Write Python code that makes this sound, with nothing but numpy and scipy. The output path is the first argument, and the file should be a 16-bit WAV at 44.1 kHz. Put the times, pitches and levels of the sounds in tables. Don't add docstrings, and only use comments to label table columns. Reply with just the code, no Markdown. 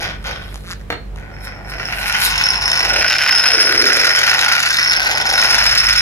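import sys
import numpy as np
from scipy import signal
from scipy.fft import rfft, irfft
from scipy.io import wavfile
from scipy.ndimage import uniform_filter1d, minimum_filter1d

SR = 44100
rng = np.random.default_rng(int(sys.argv[2]) if len(sys.argv) > 2 else 0)


def pcm_store(signal):
    levels = np.round(np.clip(np.atleast_2d(signal), -1, 1) * 32767)
    wavfile.write(sys.argv[1], SR, levels.astype(np.int16).T)


N = 265041
TIME = np.arange(N) / SR
HZ = np.fft.rfftfreq(N, 1 / SR)

# start_s, relative_db
SHELL_BLOWS = [(1.924, -9), (2.136, -8), (2.1455, -6), (2.829, -6), (3.0094, -4), (3.0217, -6), (3.044, -4),
               (3.1518, -5), (3.2066, -6), (3.261, -3), (3.284, -4), (3.292, -2), (3.3238, -5),
               (3.4359, -5), (3.456, -2), (3.5843, -6), (3.692, -5), (3.7071, -6), (3.8406, -5),
               (3.8605, -6), (3.9003, -5), (3.9194, -4), (4.0352, -4), (4.0685, -5), (4.1041, -2),
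               (4.1486, -5), (4.2308, -4), (4.2647, -5), (4.3126, -5), (4.3306, -4), (4.3451, -4),
               (4.3829, -5), (4.4812, -2), (4.5143, -4), (4.5795, -4), (4.7858, -5), (4.8111, -6),
               (4.8596, -6), (5.1998, -6), (5.3772, -3), (5.425, -4), (5.5821, -6), (5.603, -4),
               (5.6544, -5), (5.8338, -7), (5.8756, -7), (5.9534, -7)]
# start_s, relative_db
AXLE_BLOWS = [(1.8532, -20), (2.1244, -19), (2.2598, -14), (2.379, -12), (2.4374, -8), (2.4562, -10),
              (2.4865, -9), (2.5034, -7), (2.6115, -14), (2.6564, -9), (2.6999, -12), (2.7164, -11),
              (2.7307, -11), (2.774, -10), (2.7931, -11), (3.099, -13), (3.1833, -13), (3.2755, -11),
              (3.3086, -9), (3.3273, -10), (3.3503, -6), (3.3606, -6), (3.3755, -8), (3.3947, -6),
              (3.5333, -7), (3.5802, -11), (3.5924, -9), (3.6006, -6), (3.6536, -11), (3.7775, -11),
              (3.791, -10), (4.0913, -8), (4.1141, -10), (4.1356, -11), (4.7316, -15), (4.7711, -13),
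              (4.8284, -7), (4.8466, -10), (4.8747, -10), (4.8968, -7), (4.9081, -10), (4.9632, -8),
              (5.1514, -13), (5.3531, -12), (5.8671, -9)]
# start_s, relative_db
PLASTIC_TICKS = [(0.012, -24), (0.028, -21), (0.268, -25), (2.1253, -15), (2.2158, -14), (2.2497, -12),
                 (2.3777, -15), (2.715, -13), (3.099, -16), (3.1823, -15), (3.2906, -15), (3.4387, -13),
                 (3.5694, -14), (3.8553, -13), (3.9306, -12), (3.964, -14), (4.0454, -12), (4.0696, -13),
                 (4.189, -12), (4.3113, -15), (4.3408, -13), (4.4115, -14), (4.4866, -12), (4.5521, -13),
                 (4.628, -12), (4.658, -12), (4.6875, -12), (4.7283, -13), (4.7435, -12), (4.7692, -12),
                 (5.3264, -13), (5.4157, -9), (5.4361, -9), (5.6537, -14), (5.751, -10), (5.9597, -13)]
# frequency_hz, relative_db
TICK_SPECTRUM = [(300, -36), (2000, 7), (4000, 22), (5200, 12), (6500, 16), (8300, 2.5), (10700, 8),
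                 (11800, 4), (13000, 5.5), (15500, -39)]


def amp(db):
    return 10 ** (np.asarray(db) / 20)


def unit(x):
    return x / np.sqrt(np.mean(x ** 2) + 1e-20)


def read(points, hz):
    f, value = np.transpose(points)
    return np.interp(np.log(hz + 1), np.log(f + 1), value)


def curve(rows, axis=1):
    rows = np.array(rows)
    return np.interp(TIME, rows[:, 0], rows[:, axis])


def level(rows):
    started = 1. * (TIME >= rows[0][0])
    return uniform_filter1d(started, size=500) * amp(curve(rows))


def wander(rate_hz):
    noise = rfft(rng.standard_normal(N))
    return unit(irfft(noise / (1 + (HZ / rate_hz) ** 4), N))


def steadied(x, size=4000):
    power = uniform_filter1d(uniform_filter1d(x ** 2, size), size)
    return x / np.sqrt(power.clip(0) + 1e-12)


def impacts(per_s, spread_db):
    size = amp(spread_db * np.clip(rng.standard_normal(N), -2, 2))
    return (rng.random(N) < per_s / SR) * size * rng.choice([-1, 1], N)


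def blows(rows):
    s, db = np.transpose(rows)
    at = np.clip(np.round(s * SR).astype(int), 0, N - 1)
    return np.bincount(at, amp(db), N)


def strike(force, response):
    return signal.oaconvolve(force, response)[:N]


def bursts(rows, decay_s):
    fade = np.exp(-TIME[:SR // 50] / decay_s)
    return strike(blows(rows), fade / np.linalg.norm(fade)) * rng.standard_normal(N)


def snap(points, modes=(), size=2048):
    hz = abs(np.fft.fftfreq(size, 1 / SR))
    peaks = 1 + sum(amp(db) ** 2 / (1 + (2 * (hz - centre) / width) ** 2) for centre, width, db in modes)
    log_gain = np.log(amp(read(points, hz)) * np.sqrt(peaks))
    click = np.fft.ifft(np.exp(np.conj(signal.hilbert(log_gain)))).real
    return click / np.linalg.norm(click)


def ring(modes, size=2048):
    t = TIME[:size]
    tone = sum(amp(db) * width * np.exp(-np.pi * width * t) * np.sin(2 * np.pi * hz * t)
               for hz, width, db in modes)
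    return tone / np.linalg.norm(tone)


def dispersed(click, spread_s=0.002075, size=4096):
    hz = np.fft.rfftfreq(size, 1 / SR)
    delay_s = spread_s / (1 + hz / 3000)
    phase = 2 * np.pi * np.cumsum(delay_s) * hz[1]
    return irfft(rfft(click, size) * np.exp(-1j * phase), size)


def bend(x, shift_hz):
    return (signal.hilbert(x) * np.exp(2j * np.pi * np.cumsum(shift_hz) / SR)).real


def background(hum_db=-2.5, beat_s=0.3, beat_at_s=0.23, air_db=-37):
    # start_s, relative_db
    hum_level = [(0, -31), (2.4, -32), (3.05, -34), (3.2, -46), (4.4, -48), (5.2, -39), (5.8, -32)]
    # frequency_hz, level_db against the top of the hum_level table
    overtone_lines = [(98.5, -12), (145.3, -15.5), (199.5, -17)]
    # frequency_hz, relative_db
    air_spectrum = [(20, -13), (32, -12), (45, -20), (62, 12.5), (85, 5), (130, 3.5), (250, -4), (450, -6),
                    (800, -15.5), (2000, -19.5), (5000, -33), (15500, -42)]
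    hum_hz, waver_db = 48.3, 1.5

    def tone(hz):
        phase_waver = .5 * wander(5) * hz / 100
        return np.sqrt(2) * np.sin(2 * np.pi * (hz * TIME + rng.random()) + phase_waver)

    here_db = curve(hum_level)
    top_db = here_db.max()
    beat = 1 + .5 * np.cos(2 * np.pi * (TIME - beat_at_s) / beat_s)
    drone = amp(hum_db + here_db + waver_db * wander(3.8)) * beat * tone(hum_hz)
    spot = amp(.3 * (here_db - top_db))
    overtones = spot * sum(amp(top_db + db) * tone(hz) for hz, db in overtone_lines)
    common, apart = rfft(rng.standard_normal((2, N))) * amp(read(air_spectrum, HZ))
    apart = apart * HZ / (HZ + 110)
    air = spot * unit(irfft(np.array([common + apart, common - apart]), N))
    return (drone + overtones + amp(air_db) * air) * amp([[-.8], [.8]])


def shoves():
    # start_s, relative_db, run_down_db_per_s
    shove_rows = [(-0.025, -22, 125), (0.235, -25, 125), (0.39, -41, 120)]
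    rise_s, hold_s = .028, .06
    total = 0
    for s, db, fall in shove_rows:
        swell = np.clip((TIME - s) / rise_s, 0, 1) ** 1.5
        total = total + swell * amp(db - fall * np.maximum(TIME - s - hold_s, 0))
    return total


def drive(shove_db=0):
    # start_s, relative_db
    run_level = [(1.17, -45), (1.41, -42), (1.47, -33), (1.55, -42), (1.64, -43), (1.69, -33), (1.87, -29),
                 (1.98, -29.5), (2.15, -22), (2.18, -25), (2.23, -22), (2.29, -25), (2.46, -22),
                 (2.57, -28.5), (2.69, -23), (2.87, -22), (3.3, -21.5), (4.0, -18.5), (4.47, -17.5),
                 (4.7, -20), (5.08, -20), (5.23, -23.5), (5.39, -18.5), (5.93, -20), (6.01, -21)]
    return amp(shove_db) * shoves() + amp(3.5) * level(run_level)


def effort():
    full_db = -18.5
    driven = drive(shove_db=6)
    return np.maximum(20 * np.log10(driven + 1e-6) - full_db, -30)


def freedom():
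    held_s, free_s = 1.7, 3.5
    return np.clip((TIME - held_s) / (free_s - held_s), 0, 1)


def judder():
    rock_hz, rock_jitter = 62, .4
    hop_s, hop_depth = .014, 2.0
    turns = np.cumsum(rock_hz * np.exp(rock_jitter * wander(rock_hz))) / SR
    jolts = unit(.5 - turns % 1)
    landings = blows([(s, 0) for s, _ in SHELL_BLOWS + AXLE_BLOWS + PLASTIC_TICKS])
    hop = strike(landings[::-1], signal.windows.tukey(round(hop_s * SR)))[::-1]
    rocking = .7 * (jolts + wander(rock_hz))
    return 1.5 * np.tanh(rocking - hop_depth * np.minimum(hop, 1))


def shell(shake, speed_up=.3, jitter=.45, uneven_db=3, rattle_db=-1.0, hand_db=-2, dulling=0.64):
    # frequency_hz, width_hz, level_db against the broad spectrum
    shell_modes = [(1485, 71, 17.27), (1936, 190, 7.74), (2350, 110, 1.1)]
    # frequency_hz, relative_db
    shell_spectrum = [(100, -67), (250, -14), (400, -19), (700, -10.5), (1100, -4.5), (1700, 0),
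                      (2500, 4.5), (3100, 1), (3600, -10), (4800, 0), (6300, -9), (8300, -37), (10500, -18),
                      (12500, -21.5), (15500, -17)]
    # start_s, change_db
    upper_band = [(.4, -6), (1.3, -10.5), (1.6, -7), (1.9, 3.5), (2.45, 4.5), (3.25, 5), (3.8, -2.5),
                  (4.8, 1), (5.4, -1), (6, 2.5)]
    upper_hz, upper_width_hz = 2790, 320
    teeth_hz = 195
    stray_db, mesh_db, judder_db = -9, -19, 3.8
    clack_db, ping_shell_db = 11, 11.5
    rebound_db, rebound_s = 3, .007
    flex_hz, flex_rate_hz = 26, 22

    effort_db = effort()
    pace = teeth_hz * amp(speed_up * effort_db) * np.exp(jitter * wander(150))
    passed = np.floor(np.cumsum(pace) / SR)
    size = amp(uneven_db * rng.standard_normal(N).clip(-2, 2)) * rng.choice([-1, 1], N)
    teeth = np.diff(passed, prepend=0) * size
    stray = unit(impacts(per_s=900, spread_db=1.5))
    force = steadied(teeth) + amp(stray_db) * stray + amp(mesh_db) * rng.standard_normal(N)
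    force = force * amp(judder_db * shake)

    free = dispersed(snap(shell_spectrum, shell_modes))
    damped_modes = [(hz, width, db + hand_db) for hz, width, db in shell_modes]
    held = dispersed(snap(shell_spectrum, damped_modes))
    rattle = strike(force * freedom(), free) + strike(force * (1 - freedom()), held)
    rattle = steadied(rattle, size=5000)
    treble = irfft(rfft(rattle) / (1 + (3300 / (HZ + 1)) ** 8), N)
    upper = irfft(rfft(rattle) * np.exp(-((HZ - upper_hz) / upper_width_hz) ** 2), N)
    brighter = (amp(dulling * effort_db) - 1) * treble
    rattle = rattle + brighter + (amp(curve(upper_band)) - 1) * upper

    clacks = blows(SHELL_BLOWS) + amp(rebound_db) * bursts(SHELL_BLOWS, rebound_s)
    hard = amp(clack_db) * clacks + amp(ping_shell_db) * blows(AXLE_BLOWS)
    sound = amp(rattle_db) * drive() * rattle + strike(hard, free)
    return bend(sound, flex_hz * wander(flex_rate_hz))


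def axle(shake, chatter_db=0.0, shove_db=-17, swell_hz=300, held_sharp_hz=85):
    # frequency_hz, width_hz, relative_db
    axle_modes = [(5277, 127, 8.5), (9545, 68, -12), (10980, 120, -15.5), (13800, 560, -33),
                  (15000, 520, -20)]
    # start_s, relative_db
    axle_level = [(1.31, -57.5), (1.48, -42.5), (1.62, -59), (1.7, -39.5), (1.85, -39), (1.96, -47),
                  (2.13, -29.5), (2.33, -30), (2.48, -27), (2.58, -24), (2.8, -23.5), (2.92, -22),
                  (3.0, -17), (3.2, -24), (3.45, -17), (3.65, -12), (3.73, -21), (3.82, -16), (4.22, -20),
                  (4.62, -27.5), (4.88, -20.5), (5.1, -28), (5.22, -25), (5.42, -16), (6.01, -15.5)]
    judder_db, ping_db, waver_hz = 4.2, 21, 32
    tone = ring(axle_modes)
    tone = tone * (1 - np.exp(-np.pi * swell_hz * TIME[:len(tone)]))
    tone = tone / np.linalg.norm(tone)
    taps = impacts(per_s=380, spread_db=2.0) * amp(judder_db * shake)
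    chatter = steadied(strike(taps, tone), size=4000)
    loudness = amp(shove_db) * shoves() + amp(chatter_db) * level(axle_level)
    steel = loudness * chatter + amp(ping_db) * strike(blows(AXLE_BLOWS), tone)
    shift_hz = held_sharp_hz * (1 - freedom()) + waver_hz * wander(58.9)
    return bend(steel, shift_hz)


def grit(grit_db=-5):
    # frequency_hz, relative_db
    grit_spectrum = [(150, 6), (450, -13), (660, 3), (850, -11), (1150, 5), (2000, -16), (3200, 6.5),
                     (4500, -5), (7000, -20), (15500, -57)]
    grains = strike(impacts(per_s=260, spread_db=9.0), snap(grit_spectrum))
    return amp(grit_db) * shoves() * steadied(grains)


def nudge(start, length, per_s, db, crest):
    swell_db, uneven_db = 21, 1.5
    t = np.arange(0, length, 1 / per_s)
    chance = rng.standard_normal(size=64)[:len(t)]
    tooth_db = db - swell_db * abs(t / length - crest) + uneven_db * chance
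    return np.transpose([start + t, tooth_db])


def clicks(tooth_db=10, tooth_s=0.0009, lone_db=10):
    # start_s, length_s, teeth_per_s, relative_db, crest_share (of the length)
    nudge_rows = [(0.012, 0.16, 66, -16, 0.02), (0.228, 0.14, 72, -19, 0.33),
                  (0.6375, 0.098, 178, -13, 0.84), (0.796, 0.03, 122, -27, 0.5),
                  (1.1605, 0.12, 79, -25, 0.022)]
    # start_s, relative_db
    lone_teeth = [(.5438, -19), (.5578, -17.5), (.5768, -28), (.6075, -32), (1.1605, -26)]
    # frequency_hz, relative_db
    tooth_spectrum = [(200, -42), (700, -21.5), (1500, -10), (2500, -16.5), (4000, -16), (6500, -22.5),
                      (9000, -30), (12000, -28), (15500, -54)]
    lone_spectrum = [(200, -16), (800, 5), (2000, -3), (6000, -3.5), (10000, -12), (15500, -25)]
    tick_db, tick_s = 18, .0024
    teeth = np.vstack([nudge(*row) for row in nudge_rows])
    runs = strike(bursts(teeth, tooth_s), snap(tooth_spectrum))
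    lone = strike(blows(lone_teeth), snap(lone_spectrum))
    ticks = strike(bursts(PLASTIC_TICKS, tick_s), snap(TICK_SPECTRUM))
    return amp(tooth_db) * runs + amp(lone_db) * lone + amp(tick_db) * ticks


def tyres(low_cut_hz=250, roll_db=-1, shove_db=-9, scuff_db=-1):
    # peak_s, relative_db, swell_and_fade_s
    scuff_rows = [(0.02, -48, 0.022), (0.27, -49, 0.032), (0.54, -46, 0.16), (0.715, -51, 0.01),
                  (1.449, -34.5, 0.017), (1.7, -37, 0.018), (2.0, -31, 0.083), (2.081, -22, 0.011),
                  (2.21, -27, 0.024), (2.255, -13, 0.026)]
    # start_s, relative_db, centre_hz
    roll_rows = [(1.13, -46.5, 650), (1.7, -38.5, 740), (1.75, -36, 657), (2.18, -31.5, 930),
                 (2.77, -27.5, 886), (2.98, -24.5, 650), (3.12, -33.5, 714), (3.46, -30, 800),
                 (3.56, -25, 420), (3.6, -29, 500), (3.84, -25, 380), (4.18, -31.5, 620), (4.4, -25.5, 840),
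                 (4.77, -37.5, 820), (5.11, -25.5, 764), (5.54, -25, 816), (6.01, -42, 760)]
    # frequency_hz, relative_db
    tyre_spectrum = [(300, -70), (1500, -21), (4000, 35), (6000, 14), (7700, 25), (10000, 27),
                     (13000, 26.5), (15500, 21)]
    roll_width_hz = 440
    low_cut = signal.butter(3, low_cut_hz, "high", fs=SR, output="sos")
    bumps = signal.sosfilt(low_cut, impacts(per_s=1200, spread_db=1.5))
    turn = np.exp(2j * np.pi * np.cumsum(curve(roll_rows, axis=2)) / SR)
    r = np.exp(-np.pi * roll_width_hz / SR)
    hollow = (turn * signal.lfilter([1], [1, -2 * r, r * r], bumps / turn)).real
    rolling = amp(roll_db) * level(roll_rows) + amp(shove_db) * shoves()
    grains = strike(impacts(per_s=3000, spread_db=5.0), snap(tyre_spectrum))
    slipping = sum(amp(db) * np.exp(-abs(TIME - s) / fade_s) for s, db, fade_s in scuff_rows)
    return rolling * steadied(hollow) + amp(scuff_db) * slipping * steadied(grains)


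def knock(crack_db=4.5, contact_s=0.0038):
    # start_s, relative_db
    knock_rows = [(.9022, 3.5), (.9065, -3), (.9255, -1.5)]
    # frequency_hz, width_hz, relative_db
    knock_modes = [(350, 60, 8), (484, 25, 5), (848, 15, 11), (1130, 80, 11), (1351, 16, 18),
                   (1525, 20, 16), (1900, 250, 12), (4150, 8, 17), (4234, 7, 25.5), (4272, 9, 25),
                   (4370, 10, 20)]
    # frequency_hz, relative_db
    knock_spectrum = [(100, -22), (320, 1.5), (900, 6), (2100, 6.5), (3200, -3), (4250, -7), (4900, -14),
                      (6200, -15), (9000, -24), (15000, -19)]
    ring_db = -.5
    contacts = np.exp(-TIME[:SR // 40] / contact_s) * rng.standard_normal(SR // 40)
    contacts = contacts / np.linalg.norm(contacts)
    crack = strike(strike(blows(knock_rows), contacts), snap(knock_spectrum))
    ringing = strike(blows(knock_rows[:1]), ring(knock_modes, size=14000))
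    return amp(crack_db) * crack + amp(ring_db) * ringing


def loose_parts(shake):
    # start_s, relative_db
    parts_level = [(1.7, -25), (2.3, -9.5), (3.7, -12), (4.3, -9.5), (4.65, -8.5), (4.9, -11), (5.35, -7.5),
                   (6, -7.5)]
    judder_db = 5.2
    burst = np.exp(-TIME[:SR // 50] / .002)
    hits = abs(impacts(per_s=300, spread_db=4.5)) * amp(judder_db * shake)
    envelope = strike(hits, burst)
    ticks = steadied(strike(envelope * rng.standard_normal(N), snap(TICK_SPECTRUM)))
    return level(parts_level) * drive() * ticks


def room(x, size=256, onset_s=0.00025, alike_hz=350):
    # frequency_hz, decay_s
    decay_times = [(150, 0.28), (1000, 0.27), (4000, 0.23), (8000, 0.13), (15000, 0.004)]
    taps = rng.standard_normal((2, SR)) * (rng.random((2, SR)) < .08)
    taps = taps * (1 - np.exp(-TIME[:SR] / onset_s))
    hz, t, z = signal.stft(taps, SR, nperseg=size)
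    alike = 1 / (1 + (hz[:, None] / alike_hz) ** 2)
    z = np.array([z[0], alike * z[0] + np.sqrt(1 - alike ** 2) * z[1]])
    decay = amp(-60 * t / read(decay_times, hz)[:, None])
    tail = signal.istft(z * decay, SR, nperseg=size)[1]
    tail = tail / np.linalg.norm(tail, axis=1, keepdims=True)
    return signal.fftconvolve(x[None], tail, axes=1)[:, :N]


def moving_room(x, count=5):
    place = (TIME * count)[None] - np.arange(count)[:, None]
    away = abs((place + count / 2) % count - count / 2)
    return sum(room(x * np.cos(np.pi / 2 * np.minimum(d, 1))) for d in away)


def microphones(x, size=512):
    # start_s, left_degrees
    bearing = [(0, 19.5), (2.2, 17.4), (2.42, 25.2), (2.75, 24.6), (3.15, 3.1), (3.9, 17.5), (4.6, 19),
               (5.0, 31), (5.55, 16.3), (6, 18.3)]
    # frequency_hz, left_lead_radians
    treble_phase = [(7500, 7.5), (8600, 10), (9700, 0.78), (11500, -0.5), (12800, 50.5), (13600, -3)]
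    spacing_m, sound_m_per_s = .14, 343
    hz, t, z = signal.stft(x, SR, nperseg=size, noverlap=size - size // 4)
    hz = hz[:, None]
    angle = np.radians(np.interp(t, *np.transpose(bearing)))
    lead_s = spacing_m / sound_m_per_s * np.sin(angle)
    phase = np.where(hz < treble_phase[0][0], 2 * np.pi * hz * lead_s, read(treble_phase, hz))
    pair = [z, z * np.exp(-1j * phase)]
    return signal.istft(pair, SR, nperseg=size, noverlap=size - size // 4)[1][:, :N]


def scene(far_wet_db=-6, axle_wet_db=4, parts_wet_db=5, click_wet_db=-12, knock_wet_db=-6):
    near_wet_db, knock_echo_s = -11.5, .01
    shake = judder()
    body = shell(shake) + tyres() + grit()
    steel, parts = axle(shake), loose_parts(shake)
    snaps, far = clicks(), knock()
    wet_db = np.interp(TIME, [2, 3.2], [far_wet_db, near_wet_db])
    spread = amp(wet_db) * (body + amp(axle_wet_db) * steel + amp(parts_wet_db) * parts)
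    far_walls = np.roll(far, round(knock_echo_s * SR))
    reflected = moving_room(spread + amp(click_wet_db) * snaps + amp(knock_wet_db) * far_walls)
    direct = microphones(body + steel + parts + snaps + far) * amp([[.2], [-.2]])
    return direct + reflected + background()


def record(dry):
    headroom = np.minimum(1, .97 / (abs(dry).max(0) + 1e-9))
    gain = uniform_filter1d(minimum_filter1d(headroom, size=101), size=101)
    low_pass = signal.firwin(511, 15800, window=("kaiser", 9), fs=SR)
    return signal.oaconvolve(dry * gain, low_pass[None], "same", axes=1)


dry = scene()
out = record(dry)
pcm_store(out)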